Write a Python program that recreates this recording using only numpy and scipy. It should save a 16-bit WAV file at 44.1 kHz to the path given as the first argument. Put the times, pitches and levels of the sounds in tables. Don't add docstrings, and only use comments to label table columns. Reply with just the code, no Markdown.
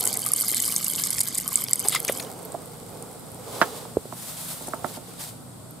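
import sys
import numpy as np
from scipy import signal
from scipy.fft import rfft, irfft, next_fast_len
from scipy.io import wavfile
from scipy.ndimage import map_coordinates

SR = 44100
rng = np.random.default_rng(int(sys.argv[2]) if len(sys.argv) > 2 else 0)


def dump_mix(stems):
    frames = np.atleast_2d(stems).T
    limited = np.clip(frames, -1, 1)
    pcm = np.round(limited * 32767).astype(np.int16)
    wavfile.write(sys.argv[1], SR, pcm)


N = 255780
TIME = np.arange(N) / SR


def from_db(db):
    return 10 ** (np.asarray(db) / 20)


def rms_one(x):
    return x / np.sqrt(np.mean(x ** 2) + 1e-20)


def drift(per_s):
    points = rng.standard_normal(4000)
    return rms_one(np.interp(TIME * per_s, np.arange(len(points)), points))


def butter(x, hz, kind):
    return signal.sosfilt(signal.butter(2, hz, kind, fs=SR, output="sos"), x)


def eq(x, curve):
    size = next_fast_len(N + 8192)
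    hz, db = np.transpose(curve)
    grid_hz = np.maximum(np.arange(size // 2 + 1) * SR / size, 1)
    gain = from_db(np.interp(np.log(grid_hz), np.log(hz), db))
    cepstrum = irfft(np.log(gain), size)
    cepstrum[1:size // 2] *= 2
    cepstrum[size // 2 + 1:] = 0
    return irfft(rfft(x, size) * np.exp(rfft(cepstrum)), size)[..., :N]


def ring(x, hz, t60):
    radius = from_db(-60 / (t60 * SR))
    angle = 2 * np.pi * min(hz, .45 * SR) / SR
    return signal.lfilter([0, np.sin(angle)], [1, -2 * radius * np.cos(angle), radius ** 2], x + 1e-18)


def resonance(x, hz, *widths_hz):
    for width in widths_hz:
        radius = np.exp(-np.pi * width / SR)
        poles = [1, -2 * radius * np.cos(2 * np.pi * hz / SR), radius ** 2]
        x = signal.lfilter(np.array([1, 0, -1]) * (1 - radius ** 2) / 2, poles, x + 1e-18)
    return x


def pan(db):
    gains = from_db([[db / 2], [-db / 2]])
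    return gains / gains.mean()


def wide_noise(side_db, size=N):
    mid, side = rng.standard_normal((2, size))
    return mid + from_db(side_db) * side * [[1], [-1]]


def grains(per_s, spread_db, scatter):
    at = np.flatnonzero(rng.random(N) < per_s / SR)
    size, sign, side = rng.random((30000, 3))[np.arange(len(at)) % 30000].T
    height = from_db(spread_db * np.minimum(-np.log(1 - size), 3.5)) * np.sign(sign - .5)
    out = np.zeros((2, N))
    out[:, at] = height * (1 + scatter * 2 * (2 * side - 1) * np.array([[1], [-1]]))
    return out


def spurts(per_s, decay_s):
    triggers = np.abs(grains(per_s, spread_db=3.0, scatter=.15))
    return rms_one(signal.lfilter([1], [1, -np.exp(-1 / (decay_s * SR))], triggers + 1e-18))


def swell(crest_s, db, rise_s, fade_s):
    distance = np.abs(TIME - crest_s) / np.where(TIME < crest_s, rise_s, fade_s)
    return from_db(db) / np.cosh(np.minimum(distance, 40))


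def wander(x, octaves, per_s):
    speed = 2 ** (octaves * drift(per_s))
    position = np.cumsum(speed / speed.mean())
    return np.array([map_coordinates(side, [position], order=3, mode="nearest") for side in x])


def add(out, start_s, sound):
    at = max(int(start_s * SR), 0)
    out[:, at:at + sound.shape[-1]] += sound[..., :N - at]


def reflections(x, t60, wet_db, side_db):
    t = TIME[:4096]
    tail = wide_noise(side_db, len(t)) * from_db(-60 * t / t60) * np.minimum(t / .001, 1)
    tail /= np.sqrt(np.sum(tail ** 2) / 2)
    return x + from_db(wet_db) * signal.fftconvolve(x, tail, axes=1)[:, :N]


# freq_hz, gain_db
MURMUR_EQ = [(25, -2), (50, -19), (70, -8.5), (115, -1.5), (190, -1.5), (260, -0.5), (400, -7.5),
             (670, -7.5), (1000, -13.5), (1400, -14.5), (2000, -35), (4000, -38)]
# freq_hz, gain_db
HISS_EQ = [(900, -39), (1900, -6.5), (2700, -10), (3500, -5), (4900, -5), (6300, -10.5), (7200, -3.5),
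           (7800, 2), (8400, 1), (8900, 5.5), (9400, -3.5), (12500, -4.5), (14500, -11), (16000, -42)]
# pitch_hz, level_db
ENGINE_PARTIALS = [(62, -62), (103, -55.5), (122.5, -50.5), (150.5, -52), (179.5, -51.5), (242, -57.5)]
def field(hiss_fall_s=5.3, hiss_fall_db=-2.5):
    murmur = from_db(-45.5) * rms_one(eq(wide_noise(side_db=-3.0), MURMUR_EQ))
    hiss = from_db(-47.5) * rms_one(eq(wide_noise(side_db=-0.5), HISS_EQ))
    hiss *= from_db(hiss_fall_db * np.clip((TIME - hiss_fall_s) / 0.12, 0, 1))
    drone = 0
    for hz, db in ENGINE_PARTIALS:
        level = from_db(db + 3.0 * drift(12))
        wavering_hz = hz + 3.58 * drift(18)
        drone += level * np.sin(2 * np.pi * np.cumsum(wavering_hz) / SR)
    return (murmur + drone) * pan(-0.66) + hiss


# start_s, level_db, pitch_hz
STALK_CRUNCHES = [(4.622, -27, 8200), (4.671, -23, 9000), (4.684, -23, 8800), (4.742, -29, 10900),
                  (4.792, -32, 10000), (5.193, -30, 10500), (5.288, -33, 10000)]
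def stalks(attack_s=0.00088, decay_s=.003, width_hz=2600):
    out, t = np.zeros((2, N)), TIME[:2000]
    envelope = np.exp(-t / decay_s) * (1 - np.exp(-t / attack_s))
    for start_s, db, hz in STALK_CRUNCHES:
        crunch = rms_one(resonance(wide_noise(side_db=3, size=len(t)), hz, width_hz, 2 * width_hz))
        add(out, start_s, from_db(db) * crunch * envelope)
    return out


# freq_hz, gain_db
CLOTH_EQ = [(250, -23), (600, 6), (1350, 1), (1900, -2.5), (2700, -2.5), (3700, 2.5), (4800, 0.5),
            (6200, -3), (8500, 0), (12000, -7.5), (15300, -11), (16000, -33)]
# crest_s, level_db, rise_s, fade_s, crisp_db
CLOTH_MOVES = [(3.57, -41, 0.061, 0.16, -1), (3.769, -45, 0.024, 0.041, 1), (4.26, -42, 0.079, 0.13, 9.5),
               (4.41, -43, 0.028, 0.092, 11.5), (4.515, -38.5, 0.038, 0.038, 10),
               (4.62, -45.5, 0.048, 0.11, 6), (4.88, -44, 0.034, 0.038, 6), (4.95, -41.5, 0.015, 0.019, 0),
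               (5.10, -49.5, 0.035, 0.057, -4), (5.212, -38.5, 0.016, 0.023, 4),
               (5.255, -41.5, 0.02, 0.036, 6)]
def clothes(crisp_hz=9000, flutter_db=1.0, snag_db=-7):
    rub_power = crisp_power = 0
    for crest_s, db, rise_s, fade_s, crisp_db in CLOTH_MOVES:
        rub_power += swell(crest_s, db, rise_s, fade_s) ** 2
        crisp_power += swell(crest_s, db + crisp_db, rise_s, fade_s) ** 2
    hiss = rms_one(eq(wide_noise(side_db=-4.0), CLOTH_EQ))
    top = signal.sosfiltfilt(signal.butter(2, crisp_hz, "high", fs=SR, output="sos"), hiss)
    ticks = wide_noise(side_db=-3.5) * spurts(per_s=120, decay_s=.0006)
    snags = from_db(snag_db) * rms_one(eq(ticks, SPATTER_EQ))
    rustle = np.sqrt(rub_power) * (hiss + snags) + np.sqrt(crisp_power) * top
    return rustle * from_db(flutter_db * drift(80))


# pitch_hz, gain_db, t60_s
PLASTIC_MODES = [(262, -8.5, 0.059), (360, -16, 0.11), (610, -4.5, 0.048), (699.4, -13.5, 0.11),
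                 (895, -10.5, 0.11), (1200, -8, 0.019), (1365, -5.5, 0.049), (1310, 1, 0.0052),
                 (1770, -25, 0.028), (2300, 10, 0.0059), (4360, -17, 0.011)]
# start_s, level_db, contact_hz, pan_db, ring_db, t60_ratio
PLASTIC_HITS = [(3.6146, 1.5, 1400, -7.5, 6, 0.26), (3.6203, -2.5, 1640, -10, -3.5, 0.83),
                (3.6264, -4, 1350, 3, -32, 0.5), (3.853, -25, 975, -8, 2, 0.69),
                (4.055, -20, 476, -5, 2, .6), (4.125, -16.5, 1010, -9, 3.5, 0.46),
                (4.61, -23.5, 660, -5, 5, 1), (4.6817, -16.5, 700, -2, 4, 0.76),
                (4.7352, -11, 1290, -7, -0.5, 0.73), (4.844, -10, 744, -10.5, 3, 0.83),
                (4.8456, -12, 1340, -9, -1.5, 0.44), (4.971, -22, 790, -6, 2.5, 1.8)]
def knocks(contact_t60=0.0094, body_db=-7, contact_db=-1, crack_db=-23, left_lag_s=.00007):
    out, t = np.zeros((2, N)), TIME[:12000]
    click = signal.unit_impulse(len(t))
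    for start_s, db, hz, pan_db, ring_db, t60_ratio in PLASTIC_HITS:
        pulse = butter(click, 0.71 * hz, "low")
        body = sum((-1) ** k * from_db(mode_db) * ring(pulse, mode_hz, t60_ratio * t60)
                   for k, (mode_hz, mode_db, t60) in enumerate(PLASTIC_MODES))
        contact = butter(ring(click, hz, contact_t60), 2500, "low")
        crack = rms_one(resonance(rng.standard_normal(len(t)), 1400, 2100)) * np.exp(-t / 0.0075)
        hit = from_db(body_db + ring_db) * body + from_db(contact_db) * contact
        hit += from_db(crack_db + db) * crack
        add(out, start_s, from_db(db) * hit * pan(pan_db))
    out = butter(out, 180, "high")
    out[0] = np.interp(TIME - left_lag_s, TIME, out[0])
    return reflections(out, t60=.11, wet_db=-11, side_db=-6)


# pitch_hz, width_hz, gain_db
RIM_MODES = [(1260, 140, -5.5), (2110, 160, -1.5), (3500, 1200, -4.5), (4960, 240, -4), (6800, 440, -6)]
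# start_s, level_db, decay_s
HANDLE_SLIPS = [(1.923, -38, 0.021), (1.9475, -21.5, 0.0028), (1.957, -26, .008)]
def handle(attack_s=0.00032):
    slips, t = np.zeros((2, N)), TIME[:6000]
    for start_s, db, decay_s in HANDLE_SLIPS:
        envelope = np.exp(-t / decay_s) * (1 - np.exp(-t / attack_s))
        add(slips, start_s, from_db(db) * wide_noise(side_db=-8, size=len(t)) * envelope)
    return sum(from_db(db) * np.sqrt(SR / width) * resonance(slips, hz, width, 2 * width)
               for hz, width, db in RIM_MODES)


# freq_hz, gain_db
SWIRL_EQ = [(120, -30.5), (250, -4.5), (350, -7.5), (470, 4), (580, -5), (720, -2.5), (1000, -9),
            (1300, -12.5), (1800, -23), (3000, -26.5)]
# crest_s, level_db, rise_s, fade_s
BUCKET_WAVES = [(.05, -38.5, 0.2, 0.14), (2.2, -41, 0.29, 0.49), (2.98, -45, 0.079, 0.22),
                (3.6, -36.5, 0.13, 0.17), (4.68, -46, 0.061, 0.34)]
def swirl(pour_wash_db=-52.5):
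    flow_db, gate = flow()
    pouring = from_db(pour_wash_db + flow_db) * gate
    envelope = np.sqrt(pouring ** 2 + sum(swell(*wave) ** 2 for wave in BUCKET_WAVES))
    lumps = from_db(1.3 * drift(35))
    wash = rms_one(eq(wide_noise(side_db=-8.5), SWIRL_EQ))
    return wash * envelope * lumps * pan(-4.0)


# start_s, level_db, pitch_hz, t60_s, thump_db, pan_db
BUCKET_GLUGS = [(1.8485, -17.5, 860, 0.0098, -31, 4), (1.853, -24.5, 410, 0.055, -30, 3),
                (2.0962, -7, 550, 0.016, -52, 2.5), (2.544, -21.5, 674, 0.06, -39, -6),
                (2.549, -10.5, 734, 0.0083, -41, -6), (3.9696, -1.5, 440, 0.016, -19, -4)]
def glugs(attack_s=0.00047, chirp_per_s=0.83, thump_hz=95, band_hz=(70, 1500)):
    out, t = np.zeros((2, N)), TIME[:4000]
    attack = 1 - np.exp(-t / attack_s)
    for start_s, db, hz, t60, thump_db, pan_db in BUCKET_GLUGS:
        tone = np.sin(2 * np.pi * hz * t * (1 + chirp_per_s * t)) * from_db(-60 * t / t60)
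        thump = from_db(thump_db) * np.sin(2 * np.pi * thump_hz * t) * np.exp(-t / 0.0037)
        add(out, start_s, from_db(db) * (tone + thump) * attack * pan(pan_db))
    return reflections(butter(out, band_hz, "band"), t60=.06, wet_db=-16, side_db=-10)


def wet_mud(start_s=2.1, db=-49, rise_s=0.19, fade_s=1.0):
    crackle = rms_one(eq(grains(per_s=60, spread_db=3.5, scatter=0.38), SPATTER_EQ))
    age_s = np.maximum(TIME - start_s, 0)
    envelope = np.minimum(age_s / rise_s, 1) * np.exp(-age_s / fade_s)
    return crackle * from_db(db) * envelope * pan(-0.82)


# freq_hz, gain_db
SLAP_EQ = [(300, -8.5), (800, -10), (2000, -7), (3700, -11), (5100, -23), (5600, -23), (9000, 0),
           (15000, -14)]
# crest_s, level_db, rise_s, decay_s, bubble_hz
WALL_SLAPS = [(.57, -26, .003, 0.0033, 4300), (.665, -38, 0.028, 0.017, 4800),
              (0.716, -34, 0.0068, 0.017, 4730), (0.996, -31, 0.0097, 0.0099, 3850),
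              (1.072, -29, 0.00089, 0.0033, 3900), (1.184, -32.5, 0.0034, 0.005, 2200),
              (1.2086, -21.5, 0.00076, .003, 4700), (1.6848, -25, 0.00038, 0.0016, 4730),
              (1.851, -25, 0.0014, 0.014, 805), (1.877, -27, 0.0013, 0.0019, 4540),
              (1.941, -26, 0.018, 0.021, 3460), (1.9493, -17.5, 0.00073, 0.0029, 990),
              (2.05, -25.5, 0.0012, 0.0022, 5050), (2.0805, -21.5, 0.00095, 0.0054, 6100),
              (2.092, -31.5, 0.011, 0.015, 3400), (2.096, -29, 0.0011, 0.0051, 1250),
              (2.199, -29, 0.002, 0.0034, 4200), (2.201, -25.5, 0.002, 0.0022, 2120),
              (2.227, -32, 0.0036, 0.003, 6100), (2.248, -36, .001, 0.0024, 3600)]
def slaps(spray_db=-3, bubble_db=-2, lead_s=.08):
    out, t = np.zeros((2, N)), TIME[:8000] - lead_s
    spray = rms_one(eq(grains(per_s=2300, spread_db=-1.0, scatter=0.37), SLAP_EQ))
    for crest_s, db, rise_s, decay_s, hz in WALL_SLAPS:
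        at = int((crest_s - lead_s) * SR)
        bubbles = rms_one(resonance(wide_noise(side_db=-11, size=len(t)), hz, 0.32 * hz, 0.5 * hz))
        splash = from_db(spray_db) * spray[:, at:at + len(t)] + from_db(bubble_db) * bubbles
        envelope = np.exp(-np.maximum(-t / rise_s, t / decay_s))
        add(out, crest_s - lead_s, from_db(db) * envelope * splash)
    return out * pan(0.77)


# start_s, level_db, pitch_hz, t60_s
BUBBLE_BLIPS = [(0.038, -34, 1310, 0.027), (0.262, -32, 1190, 0.041), (0.303, -32, 1194, 0.025),
                (0.3327, -33.5, 1143, 0.025), (0.384, -28, 4700, 0.019), (0.417, -24, 4500, .014),
                (0.4347, -32.5, 1180, .03), (0.481, -24, 4500, 0.011), (.495, -31, 4100, .014),
                (.536, -26.5, 2070, 0.023), (.637, -28.5, 3150, 0.022), (0.681, -35, 1180, 0.027),
                (0.721, -35, 1200, 0.018), (0.737, -35, 1120, 0.025), (0.873, -37.5, 1220, .03),
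                (0.981, -26, 2930, 0.018), (.9926, -35.5, 1080, 0.042), (1.354, -33.5, 2370, .014),
                (1.486, -36, 1150, .03), (1.5205, -32, 1110, 0.023), (1.576, -34.5, 1196, 0.049),
                (1.9268, -23, 3700, .014), (1.9616, -21, 2040, .022), (2.0863, -18, 2360, 0.011),
                (2.0912, -20.5, 1985, 0.015)]
def blips(attack_share=0.075, chirp_per_s=1.36, froth_gain=0.61):
    out, t = np.zeros((2, N)), TIME[:2500]
    for start_s, db, hz, t60 in BUBBLE_BLIPS:
        envelope = from_db(-60 * t / t60) * (1 - np.exp(-t / (attack_share * t60)))
        tone = np.sin(2 * np.pi * hz * t * (1 + chirp_per_s * t))
        froth = froth_gain * rms_one(resonance(rng.standard_normal(len(t)), hz, 230))
        blip = rms_one(tone + froth) / np.sqrt(2)
        add(out, start_s, from_db(db) * envelope / envelope.max() * blip)
    return out


def small_drops(per_s=22, db=-12.5, spread_db=4.5, hz=11300, spread_oct=.12):
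    jitter, size, pitch = rng.uniform(-1, 1, (200, 3)).T
    start_s = (np.arange(len(jitter)) + 1 + jitter) / per_s
    level_db = db + np.interp(start_s, TIME, flow()[0]) + np.sqrt(3) * spread_db * size
    pitch_hz = hz * 2 ** (np.sqrt(3) * spread_oct * pitch)
    return list(np.transpose([start_s, level_db, pitch_hz])[start_s < WATER_CURVE[-1][0]])


# start_s, level_db, pitch_hz
BIG_DROPS = [(.0083, -4.5, 10450), (.0388, -9, 11100), (0.052, -9, 9100), (0.055, -1, 9900),
             (0.0673, -7, 9900), (0.0748, -3, 7800), (0.1287, -9.5, 11400), (0.14, -11, 9700),
             (0.1725, -7, 9150), (0.1925, -11, 11200), (0.2036, -18, 7450), (.219, -11.5, 10600),
             (0.241, -13, 10100), (.2503, -14, 9400), (.2631, -4.5, 11500), (0.2685, -9, 10400),
             (.288, -11.5, 10300), (0.3182, -4, 11600), (.334, -9, 9800), (.336, 1.5, 9600),
             (.3385, -16, 9500), (.3545, -24, 10400), (0.3625, -9, 8300), (0.3661, -13, 9000),
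             (0.374, -11, 12000), (0.4012, -11, 9500), (0.403, -8, 10300), (.41, -5, 10100),
             (0.4196, -11, 9800), (0.483, -8, 11100), (0.49, -5.5, 11600), (.524, -11, 10200),
             (0.533, -13, 9800), (0.546, -6, 9700), (0.555, -14, 9200), (.5631, -16, 8850),
             (0.5682, -13, 8450), (0.6016, -4.5, 7660), (0.6233, -4, 10600), (.6405, -14, 7000),
             (.6535, -10, 9500), (.6622, -7, 10500), (0.673, -16, 11100), (0.723, -7, 8600),
             (0.7629, 1, 6860), (.7715, -20, 8400), (0.8445, -9, 8150), (0.847, -12, 10700),
             (0.8555, -18, 9300), (0.882, -5, 10900), (0.8997, -7, 9400), (.9075, -15, 12300),
             (0.9363, -8.5, 9100), (.9532, -10, 7800), (0.9602, -9, 8560), (1.0374, -3.5, 6160),
             (1.0533, -14, 11900), (1.0707, -11, 9050), (1.105, -5, 9400), (1.1834, -7.5, 6200),
             (1.1885, -17, 9700), (1.205, -2, 10700), (1.208, -3, 8800), (1.2108, -5.5, 6740),
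             (1.214, -6, 9100), (1.2334, -13, 10100), (1.285, -10, 8600), (1.348, -9.5, 9400),
             (1.354, -8.5, 7650), (1.381, -7, 10100), (1.384, -8.5, 8440), (1.4005, -10.5, 9400),
             (1.4783, -3, 9400), (1.5569, 2, 8100), (1.612, -14, 8900), (1.62, -14, 11800),
             (1.6396, -4, 11200), (1.711, -7, 10700), (1.7322, -1, 7860), (1.735, -8, 8100),
             (1.7573, -8, 9850), (1.7942, -8, 8760), (1.8005, -7, 8900), (1.8852, 0, 8400),
             (1.8947, -11, 10700), (1.9231, -12, 9000), (1.9513, -6, 8900), (2.002, -6.5, 10200),
             (2.049, -8.5, 11400), (2.123, -8.5, 10200), (2.249, -26, 8700), (2.391, -29, 9100),
             (2.429, -27, 10000), (2.451, -21, 12600), (2.521, -21, 8300), (2.658, -22, 11300),
             (2.683, -37, 8900), (2.771, -29, 10400), (2.902, -32, 12000), (3.025, -20.5, 10200),
             (3.129, -29, 10100), (3.196, -28, 11000), (3.318, -28, 11000), (3.346, -29, 11000),
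             (5.709, -26, 13200)]
def drops(attack_s=0.0001, crack_s=0.0005, spray_db=-20, spray_s=0.002,
          bubble_t60=0.0025, bubble_db=-6, centre_hz=7600, pan_db_per_oct=-4.5):
    out, t = np.zeros((2, N)), TIME[:500]
    attack = 1 - np.exp(-t / attack_s)
    spray_tail = from_db(spray_db) * np.exp(-t / spray_s)
    for start_s, db, hz in BIG_DROPS + small_drops():
        decay = np.exp(-t / crack_s * (hz / centre_hz) ** 2)
        burst = wide_noise(side_db=-5.0, size=len(t)) * attack * (decay + spray_tail)
        crack = resonance(burst, hz, 2560)
        bubble = np.sin(2 * np.pi * hz * t) * from_db(-60 * t / bubble_t60) * attack
        drop = rms_one(crack) + from_db(bubble_db) * rms_one(bubble)
        pan_db = pan_db_per_oct * np.log2(hz / centre_hz)
        add(out, start_s, drop / np.abs(drop).max() * from_db(db) * pan(pan_db))
    return reflections(eq(out, SPATTER_EQ), t60=.016, wet_db=-11, side_db=-6)


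# time_s, level_db
WATER_CURVE = [(0, -28), (.29, -32), (.33, -38.5), (.39, -25.5), (.54, -24), (.68, -27), (.83, -29.5),
               (.88, -29), (1.0, -27.5), (1.19, -28.5), (1.32, -33), (1.4, -27), (1.46, -33), (1.6, -28),
               (1.67, -38.5), (1.71, -35), (1.775, -38.5), (1.83, -29.5), (1.9, -30), (2.04, -39.5),
               (2.2, -32), (2.33, -61)]
def flow(full_flow_db=-26, close_s=.1):
    time_s, level_db = np.transpose(WATER_CURVE)
    gate = np.clip((time_s[-1] - TIME) / close_s, 0, 1)
    return np.interp(TIME, time_s, level_db) - full_flow_db, gate


# pitch_hz, width_hz, level_db
BUCKET_RESONANCES = [(205, 180, 7.5), (1116, 500, 5), (1580, 85, -1.5), (2150, 510, 7), (3106, 340, 10),
                     (3970, 300, -11), (4750, 600, 11.5), (5770, 400, -2), (6580, 350, 11)]
def gurgle(blobs):
    cavity = 0
    for hz, width, db in BUCKET_RESONANCES:
        puffs = wide_noise(side_db=-11) * (spurts(per_s=85, decay_s=.0022) + .3 * blobs + .2)
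        mode = rms_one(resonance(puffs, hz, 0.33 * width, 3 * width))
        cavity += from_db(db) * wander(mode, octaves=.05, per_s=30)
    return rms_one(cavity)


# freq_hz, gain_db
SPATTER_EQ = [(1400, -46), (2150, 4), (2550, -22), (3100, -13), (3550, -5.5), (4100, -5.5), (4700, -3.5),
              (5400, -4), (6100, -7), (6700, -4), (7100, -3), (7800, 3.5), (9000, 2), (10200, -0.5),
              (12200, 1.5), (15000, -8), (16000, -17)]
def spatter(blobs):
    ticks = 0
    for hz in np.geomspace(3200, 14000, 8):
        bursts = spurts(per_s=80, decay_s=.0011) + .55 * blobs + .12
        ticks += rms_one(resonance(wide_noise(side_db=-7.5) * bursts, hz, 0.26 * hz)) * np.sqrt(hz)
    ticks = reflections(ticks, t60=.016, wet_db=-8, side_db=-8)
    return rms_one(eq(ticks, SPATTER_EQ))


def stream(spatter_db=-28.5, gurgle_db=-38.5, gurgle_follow=0.52, righted_s=2.06, fade_s=0.6):
    flow_db, gate = flow()
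    blobs = spurts(per_s=130, decay_s=.0005)
    spatter_level = from_db(spatter_db + flow_db) * gate
    dying = np.exp(-np.maximum(TIME - righted_s, 0) / fade_s)
    gurgle_level = from_db(gurgle_db + gurgle_follow * flow_db) * dying
    return spatter(blobs) * spatter_level * pan(-1.4) + gurgle(blobs) * gurgle_level


def scene():
    pour = stream() + blips() + drops()
    foley = slaps() + handle() + wet_mud() + glugs() + swirl() + knocks() + clothes() + stalks()
    return pour + foley + field()


def record(dry, low_cut_hz=45, high_cut_hz=15700):
    clipped = np.clip(butter(dry, low_cut_hz, "high"), -1, 1)
    return signal.sosfilt(signal.ellip(10, .2, 70, high_cut_hz, fs=SR, output="sos"), clipped)


dry = scene()
out = record(dry)
dump_mix(out)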